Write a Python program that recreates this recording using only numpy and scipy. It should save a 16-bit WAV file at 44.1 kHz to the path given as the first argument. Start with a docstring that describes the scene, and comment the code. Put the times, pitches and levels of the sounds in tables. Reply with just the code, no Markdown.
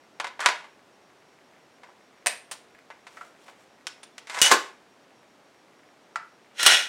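"""A rifle is closed and worked by hand at a workshop bench, over a quiet hum and a faint whine.
The receivers rub at the hinge and knock shut (0.5 s); a pin and its detent snap home (2.3 s).
Palms shift on the stock, the charging handle clicks (3.9 s), the bolt carrier slides, the latch lets go
and the carrier slams forward (4.5 s). Last, the spring is pulled and jolted, and rings (6.6 s).
Blows are bursts of tiny contacts, rubs are stick-slip ticks; shelves and walls answer each."""
import sys
import numpy as np
from scipy import signal
from scipy.fft import rfft, irfft
from scipy.io import wavfile
from scipy.ndimage import uniform_filter1d, minimum_filter1d

SR = 44100
rng = np.random.default_rng(int(sys.argv[2]) if len(sys.argv) > 2 else 0)


def wrap_up_sound(samples):
    """Save the sound to the file named by the first command line argument, as 16-bit audio."""
    columns = np.atleast_2d(samples).T
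    # keep every value between -1 and 1, then stretch to whole-number steps
    tamed = np.clip(columns, -1, 1)
    steps = np.round(tamed * 32767).astype(np.int16)
    wavfile.write(sys.argv[1], SR, steps)


N = 303518
T = np.arange(N) / SR
RING_SAMPLES = 8192
TILT_LOW_HZ, TILT_PIVOT_HZ, TILT_HIGH_HZ = 850, 2500, 7500  # hard edge: bright; flat face: dull
CHATTER_DOUBLING_DB = 23  # a blow this much lighter chatters twice as long

# Blows per part: (time [s], level before trim [dB], tilt [dB/octave])
RECEIVER_BLOWS = [ (.1997, -22.5, 1.3), (.2438, -26.5, 0), (.2690, -31, 1.2), (.3930, -30.5, -2.5),
                  (.4040, -29.5, 7), (.4555, -34, -6), (.4602, -7.5, 3.5), (.4875, -17, 1),
                  (.5020, -39.5, -10), (.6430, -43, -1), (1.8340, -43, -1), (1.8885, -54, -5),
                  (2.9025, -39.5, -2), (3.0680, -39, 2), (3.4815, -42, -1), (4.2712, -38.5, 4),
                  (4.2972, -29.5, 3.5), (4.3460, -29, 3.5), (4.3740, -32.5, -4.5)]
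PIN_BLOWS = [(2.2608, -26, -.5), (2.5130, -35, 0.64)]
DETENT_BLOWS = [(2.2693, -23.5, 0)]
STOCK_BLOWS = [(3.1705, -55.5, -.5), (3.2110, -56, -1.6), (6.1579, -38.5, 0)]
HANDLE_BLOWS = [(3.8688, -32.5, -.5), (4.1805, -41, -1), (4.3885, -36.5, 2)]
CATCH_BLOWS = [(4.0315, -48.5, 0)]
LATCH_BLOWS = [(4.4160, -20.5, 0.0066)]
CARRIER_BLOWS = [(4.5140, -17, 0.063)]
SPRING_BLOWS = [(6.6302, -26, 0.93), (6.6628, -10.5, 0.29), (6.6660, -25, 0.14)]

# Modes per part: (frequency [Hz], width [Hz], peak re flat background [dB])
RECEIVER_MODES = [(560, 130, -1), (885, 70, -2), (1000, 80, 5.5), (1465, 19, 7), (1650, 82, 1.5),
                  (2104, 170, 4), (3700, 90, 1)]
HINGE_MODES = [(1140, 270, -7), (1720, 840, 11.5), (3360, 350, 5)]
PIN_MODES = [(620, 90, 2), (940, 130, 0.63), (1800, 180, 5.2), (2700, 73, 1.7), (3200, 130, 3.5),
             (8950, 640, 0.67)]
DETENT_MODES = [(646, 160, 9.5), (1615, 260, -0.5), (1980, 330, 5.5), (2530, 58, 12), (2990, 80, 3.5),
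                (8550, 380, 13.5), (9280, 700, 2.5), (11100, 450, -1)]
STOCK_MODES = [(716, 14, 22), (890, 30, 14), (1350, 106, 23.2), (1480, 190, 14), (1700, 43, 5),
               (1970, 230, 15)]
HANDLE_MODES = [(1518, 70, 4.1), (2015, 68, 5.8), (3270, 110, 1), (5340, 160, 4), (9450, 240, 14)]
CATCH_MODES = [(3520, 25, 16), (9150, 110, 18.5)]
LATCH_MODES = [(1476, 98, 2), (1900, 130, 2), (2975, 40, 13), (2912, 24, 13.5), (2950, 29, 11),
               (3330, 57, 2.5), (5895, 190, -0.5), (6200, 80, 4), (6950, 60, 3.5), (8930, 170, 7.5),
               (9970, 120, 1)]
CARRIER_MODES = [(281, 91, 7.8), (386, 39, 5.5), (1072, 78, 10), (1533, 57, 7), (1610, 146, 7.2),
                 (1670, 80, 2.7), (9060, 80, 4.4)]
SPRING_MODES = [(1420, 110, 11), (1746, 82, -11), (1880, 200, 8.5), (2170, 50, -8), (2470, 120, 4),
                (2886, 56, 14), (3340, 400, 7), (3900, 52, 2), (4050, 140, 7.5), (5480, 150, 7.5),
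                (6370, 110, 0), (8250, 160, 0.5), (9300, 150, -17)]

# Sliding strokes: (start [s], length [s], level [dB], swell over the stroke [dB])
HINGE_STROKES = [(.407, .09, -31, -4.5)]
FITTING_STROKES = [(2.749, 0.0046, -50.5, -4), (2.785, .006, -54, 4)]
PALM_STROKES = [(3.15, .13, -55.5, -3.5), (3.42, 0.079, -62, 5), (3.59, .03, -64.5, 3.5)]
CARRIER_STROKES = [(4.293, .115, -45, 15), (4.480, 0.035, -32.5, 12.2)]
SPRING_RELEASE_STROKES = [(4.426, .04, -20.5, 3.3)]
SPRING_PULL_STROKES = [(6.600, 0.023, -25.5, 1), (6.660, 0.076, -16.5, 0.93)]

# Friction spectra: (frequency [Hz], relative octave-band level [dB])
FITTING_COLOUR = [(200, -27.5), (1400, -6.5), (2150, 3.5), (3000, -16.5), (9000, -23)]
DRY_METAL_COLOUR = [(60, -42), (350, -18), (850, 2), (1600, 5.5), (3500, -0.5), (8000, 1.5), (11000, -11),
                    (16000, -26)]
PALM_COLOUR = [(60, -33.5), (600, -1), (1000, -5), (1550, -4), (2100, -1.5), (5000, -6.5), (8000, -4),
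               (16000, -19)]
COIL_COLOUR = [(60, -56.5), (350, -20.5), (850, -5), (1180, -11.5), (1500, -1.5), (3400, 2.5), (4800, -1),
               (6200, 4.5), (7200, -0.5), (9600, 0.5), (10500, -6), (16000, -20.5)]

# Ventilation spectrum: (frequency [Hz], relative density [dB])
HUM_SPECTRUM = [(15, -57), (25, -39), (120, -10.5), (293, -2), (326, -3.5), (363, -2), (451, -3.5),
                (545, -3.5), (641, -3.5), (2160, -12.5), (5140, -20.5), (5730, -22), (6210, -22),
                (8590, -27), (16000, -41)]
# First reflections off bench, floor and shelves: (delay [s], level [dB])
EARLY_ECHOES = [(.005, -11), (.012, -15)]
# Wall reverberation: (frequency [Hz], T60 [s], level before trim [dB])
WALL_DECAY = [(150.5, .28, -13), (400, 0.35, -3.5), (1060, 0.32, -4.5), (2140, 0.38, -5), (4970, 0.3, -5),
              (9000, 0.33, -11), (15000, .29, -9.5)]


def amp(db):
    """Decibels to gain."""
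    return 10 ** (np.asarray(db) / 20)


def unit(x):
    """Scale to rms 1."""
    return x / np.sqrt(np.mean(x ** 2))


def bins_hz(size):
    """FFT bin frequencies, floored at 1 Hz."""
    return np.maximum(np.arange(size // 2 + 1) * SR / size, 1)


def contour(points, f):
    """Gain through (Hz, dB) points on a log axis."""
    hz, db = np.transpose(points)
    return amp(np.interp(np.log(f), np.log(hz), db))


def per_octave(points, f):
    """Gain that gives white noise these octave-band levels."""
    return contour(points, f) * np.sqrt(SR / 2 / np.log(2) / np.maximum(f, points[0][0]))


def minimum_phase(gain):
    """Spectrum with this gain whose response starts at once and decays."""
    cepstrum = irfft(np.log(gain + 1e-9))
    half = len(cepstrum) // 2
    cepstrum[1:half] *= 2
    cepstrum[half + 1:] = 0
    return np.exp(rfft(cepstrum))


def resonance(modes, f):
    """Gain of a part: modal peaks over a flat background."""
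    return np.sqrt(1 + sum(amp(db) ** 2 / (1 + (2 * (f - hz) / width) ** 2) for hz, width, db in modes))


def blows(table, modes, chatter_s, trim_db, thud_db, clack_db, snap_db,
          edge_db, air_db, top_db, rumble_db=-26):
    """Each blow: a decaying burst of tiny contacts that rings the part."""
    out = np.zeros(N + RING_SAMPLES)
    f, t = bins_hz(RING_SAMPLES), T[:RING_SAMPLES]
    colour = [(60, thud_db + rumble_db), (350, thud_db), (850, clack_db), (2500, .0089), (7500, snap_db),
              (9500, snap_db + edge_db), (11500, snap_db + air_db), (16000, snap_db + top_db)]
    octaves = np.log2(np.clip(f, TILT_LOW_HZ, TILT_HIGH_HZ) / TILT_PIVOT_HZ)
    firmest_db = max(db for _, db, _ in table)
    for time_s, db, tilt in table:
        decay_s = chatter_s * 2 ** ((firmest_db - db) / CHATTER_DOUBLING_DB)
        burst = rfft(rng.standard_normal(RING_SAMPLES) * np.exp(-t / decay_s))
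        # burst spectrum is smoothed so the modes ring clearly on every blow
        ripple = np.sqrt(uniform_filter1d(np.abs(burst) ** 2, size=40))
        # each blow hits another spot: mode levels scatter
        struck = [(hz, width, peak_db - 2 * rng.standard_normal()) for hz, width, peak_db in modes]
        gain = per_octave(colour, f) * amp(tilt * octaves) * resonance(struck, f) / ripple
        ring = irfft(burst * minimum_phase(gain))
        start = int(time_s * SR)
        out[start:start + RING_SAMPLES] += 20 * amp(db + trim_db) * ring
    return out[:N]


def strokes(table, rise_db_per_s, fall_db_per_s):
    """Stroke pressure: sets in, swells or eases with travel, dies away."""
    pressure = np.zeros(N)
    for start_s, length_s, db, swell_db in table:
        before_s, after_s = np.maximum(start_s - T, 0), np.maximum(T - start_s - length_s, 0)
        travel = np.clip((T - start_s) / length_s, 0, 1)
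        level_db = db + swell_db * travel - rise_db_per_s * before_s - fall_db_per_s * after_s
        pressure = np.maximum(pressure, amp(level_db))
    return pressure


def slide(pressure, colour, modes, ticks_per_s, scatter_db, hiss):
    """Stick-slip: rough faces catch in uneven ticks that ring the part."""
    ticks = (rng.random(N) < ticks_per_s / SR) * rng.choice([-1, 1], N)
    strength = amp(scatter_db * np.minimum(rng.exponential(size=N), 3))
    force = unit(unit(ticks * strength) + hiss * rng.standard_normal(N)) * pressure
    f = bins_hz(RING_SAMPLES)
    gain = unit(per_octave(colour, f) * resonance(modes, f))
    return signal.fftconvolve(force, irfft(minimum_phase(gain)))[:N]


def room_hum(level_db=-58):
    """Steady ventilation rumble and soft hiss."""
    spectrum = rfft(rng.standard_normal(N)) * contour(HUM_SPECTRUM, bins_hz(N))
    return amp(level_db) * unit(irfft(spectrum, N))


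def electric_whine(pitch_hz=5600, level_db=-79, pulse_hz=7):
    """Faint tone, pulsing unevenly."""
    wander = unit(signal.sosfilt(signal.butter(2, 3, fs=SR, output="sos"), rng.standard_normal(N)))
    gate = np.clip(.5 + np.sin(2 * np.pi * pulse_hz * T + wander), 0, 1)
    return amp(level_db) * unit(gate * np.sin(2 * np.pi * pitch_hz * T + 2 * wander))


def loose_fittings(tick_db=-73.5):
    """Fittings tick while the rifle is held and slip as it tips."""
    ticks = slide(amp(tick_db), FITTING_COLOUR, [], ticks_per_s=9, scatter_db=1, hiss=0)
    pressure = strokes(FITTING_STROKES, rise_db_per_s=7999.5, fall_db_per_s=3997)
    return ticks + slide(pressure, FITTING_COLOUR, [], ticks_per_s=1600, scatter_db=9, hiss=1)


def receiver_knocks():
    """The receivers ring as they knock shut, are bumped in handling, and the sliding carrier catches."""
    return blows(RECEIVER_BLOWS, RECEIVER_MODES, chatter_s=.0036, trim_db=-9.5, thud_db=-17.5,
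                 clack_db=2, snap_db=-10, edge_db=-3.5, air_db=-12.5, top_db=-31.5, rumble_db=-34)


def hinge_rub():
    """Dry metal turns in the hinge between the receivers."""
    pressure = strokes(HINGE_STROKES, rise_db_per_s=4009, fall_db_per_s=854)
    return slide(pressure, DRY_METAL_COLOUR, HINGE_MODES, ticks_per_s=3700, scatter_db=4.5, hiss=.74)


def pin_snaps():
    """The pin seats; its spring detent snaps in."""
    pin = blows(PIN_BLOWS, PIN_MODES, chatter_s=.009, trim_db=-5.5, thud_db=-15.5,
                clack_db=-.5, snap_db=2.5, edge_db=.5, air_db=-10, top_db=-13.5)
    detent = blows(DETENT_BLOWS, DETENT_MODES, chatter_s=.0009, trim_db=-2.5, thud_db=-24.5,
                   clack_db=-7, snap_db=1, edge_db=4.5, air_db=-3, top_db=-21.5, rumble_db=-34)
    return pin + detent


def stock_handling():
    """Palms slide as the grip changes; light knocks ring the stock."""
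    pressure = strokes(PALM_STROKES, rise_db_per_s=152, fall_db_per_s=254)
    palms = slide(pressure, PALM_COLOUR, [], ticks_per_s=2600, scatter_db=7, hiss=.58)
    return palms + blows(STOCK_BLOWS, STOCK_MODES, chatter_s=.0043, trim_db=-4, thud_db=-26,
                         clack_db=-.5, snap_db=-2, edge_db=-4.5, air_db=-17, top_db=-19.5)


def handle_clicks():
    """The charging handle and its small catch click and ring."""
    handle = blows(HANDLE_BLOWS, HANDLE_MODES, chatter_s=.003, trim_db=-2.5, thud_db=-26,
                   clack_db=-9.5, snap_db=-1, edge_db=-9, air_db=-14, top_db=-21.5)
    catch = blows(CATCH_BLOWS, CATCH_MODES, chatter_s=.0088, trim_db=-.5, thud_db=-22.5,
                  clack_db=-3, snap_db=-1.5, edge_db=-7, air_db=-14, top_db=-22)
    return handle + catch


def carrier_rub():
    """The sliding bolt carrier rings the receivers."""
    pressure = strokes(CARRIER_STROKES, rise_db_per_s=1199, fall_db_per_s=1500.5)
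    return slide(pressure, DRY_METAL_COLOUR, RECEIVER_MODES, ticks_per_s=850, scatter_db=2, hiss=.29)


def latch_release():
    """The latch snaps free; the released spring's coils scrape and ring it."""
    snap = blows(LATCH_BLOWS, LATCH_MODES, chatter_s=.0013, trim_db=2.5, thud_db=-15,
                 clack_db=-9, snap_db=11.5, edge_db=-4.5, air_db=-11, top_db=-16.5, rumble_db=-15.5)
    pressure = strokes(SPRING_RELEASE_STROKES, rise_db_per_s=2800.5, fall_db_per_s=505.5)
    return snap + slide(pressure, COIL_COLOUR, LATCH_MODES, ticks_per_s=3600, scatter_db=-3.5, hiss=.6)


def carrier_slam():
    """The carrier slams forward: long chatter, low modes."""
    return blows(CARRIER_BLOWS, CARRIER_MODES, chatter_s=.017, trim_db=-.5, thud_db=-9.5,
                 clack_db=1.5, snap_db=1.5, edge_db=-6.5, air_db=-9.5, top_db=-20, rumble_db=-51)


def spring_pull():
    """Scraping coils and three jolts ring the spring."""
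    pressure = strokes(SPRING_PULL_STROKES, rise_db_per_s=750, fall_db_per_s=186)
    scrape = slide(pressure, COIL_COLOUR, SPRING_MODES, ticks_per_s=1300, scatter_db=2, hiss=.84)
    jolts = blows(SPRING_BLOWS, SPRING_MODES, chatter_s=.0033, trim_db=-5.5, thud_db=-13,
                  clack_db=-3.5, snap_db=5.5, edge_db=3.5, air_db=-6.5, top_db=-12, rumble_db=-28)
    return scrape + jolts


def room_response(gap_s=.0021, build_s=.0019, wall_trim_db=-2, scatter_s=.00027, size=32768):
    """Diffuse wall decay per band, plus scattered slaps off near surfaces."""
    t, f = T[:size], bins_hz(size)
    centres_hz = [hz for hz, _, _ in WALL_DECAY]
    noise, response = rfft(rng.standard_normal(size)), np.zeros(size)
    onset = 1 - np.exp(-np.maximum(t - gap_s, 0) / build_s)
    for share, (_, t60_s, db) in zip(np.eye(len(WALL_DECAY)), WALL_DECAY):
        decay = onset * amp(-60 * t / t60_s)
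        band = irfft(noise * np.interp(np.log(f), np.log(centres_hz), share))
        response += amp(db + wall_trim_db) * band * decay / np.linalg.norm(decay)
    for delay_s, db in EARLY_ECHOES:
        slap = rng.standard_normal(size) * (t >= delay_s) * np.exp(-np.abs(t - delay_s) / scatter_s)
        response += amp(db) * slap / np.linalg.norm(slap)
    return response


def workshop(direct, cycle_hz=9, patterns=4):
    """Direct sound plus echoes; the echo patterns crossfade as the rifle moves."""
    out = direct
    for k in range(patterns):
        place = (T * cycle_hz * patterns - k) % patterns
        share = np.sin(np.pi * np.minimum(place, 2) / 2)
        out = out + signal.oaconvolve(direct * share, room_response())[:N]
    return out


def scene():
    """The rifle in the room, mono."""
    background = room_hum() + electric_whine()
    rifle = (loose_fittings() + receiver_knocks() + hinge_rub() + pin_snaps() + stock_handling()
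             + handle_clicks() + carrier_rub() + latch_release() + carrier_slam() + spring_pull())
    return (background + workshop(rifle))[None]


def record(dry, ceiling=.98, cutoff_hz=16000):
    """Fast peak limiter, then a steep low-pass."""
    needed_gain = ceiling / np.maximum(np.abs(dry), ceiling)
    gain = uniform_filter1d(minimum_filter1d(needed_gain, size=65), size=33)
    lowpass = signal.ellip(10, .1, 80, cutoff_hz, fs=SR, output="sos")
    return signal.sosfilt(lowpass, dry * gain)


dry = scene()
out = record(dry)
wrap_up_sound(out)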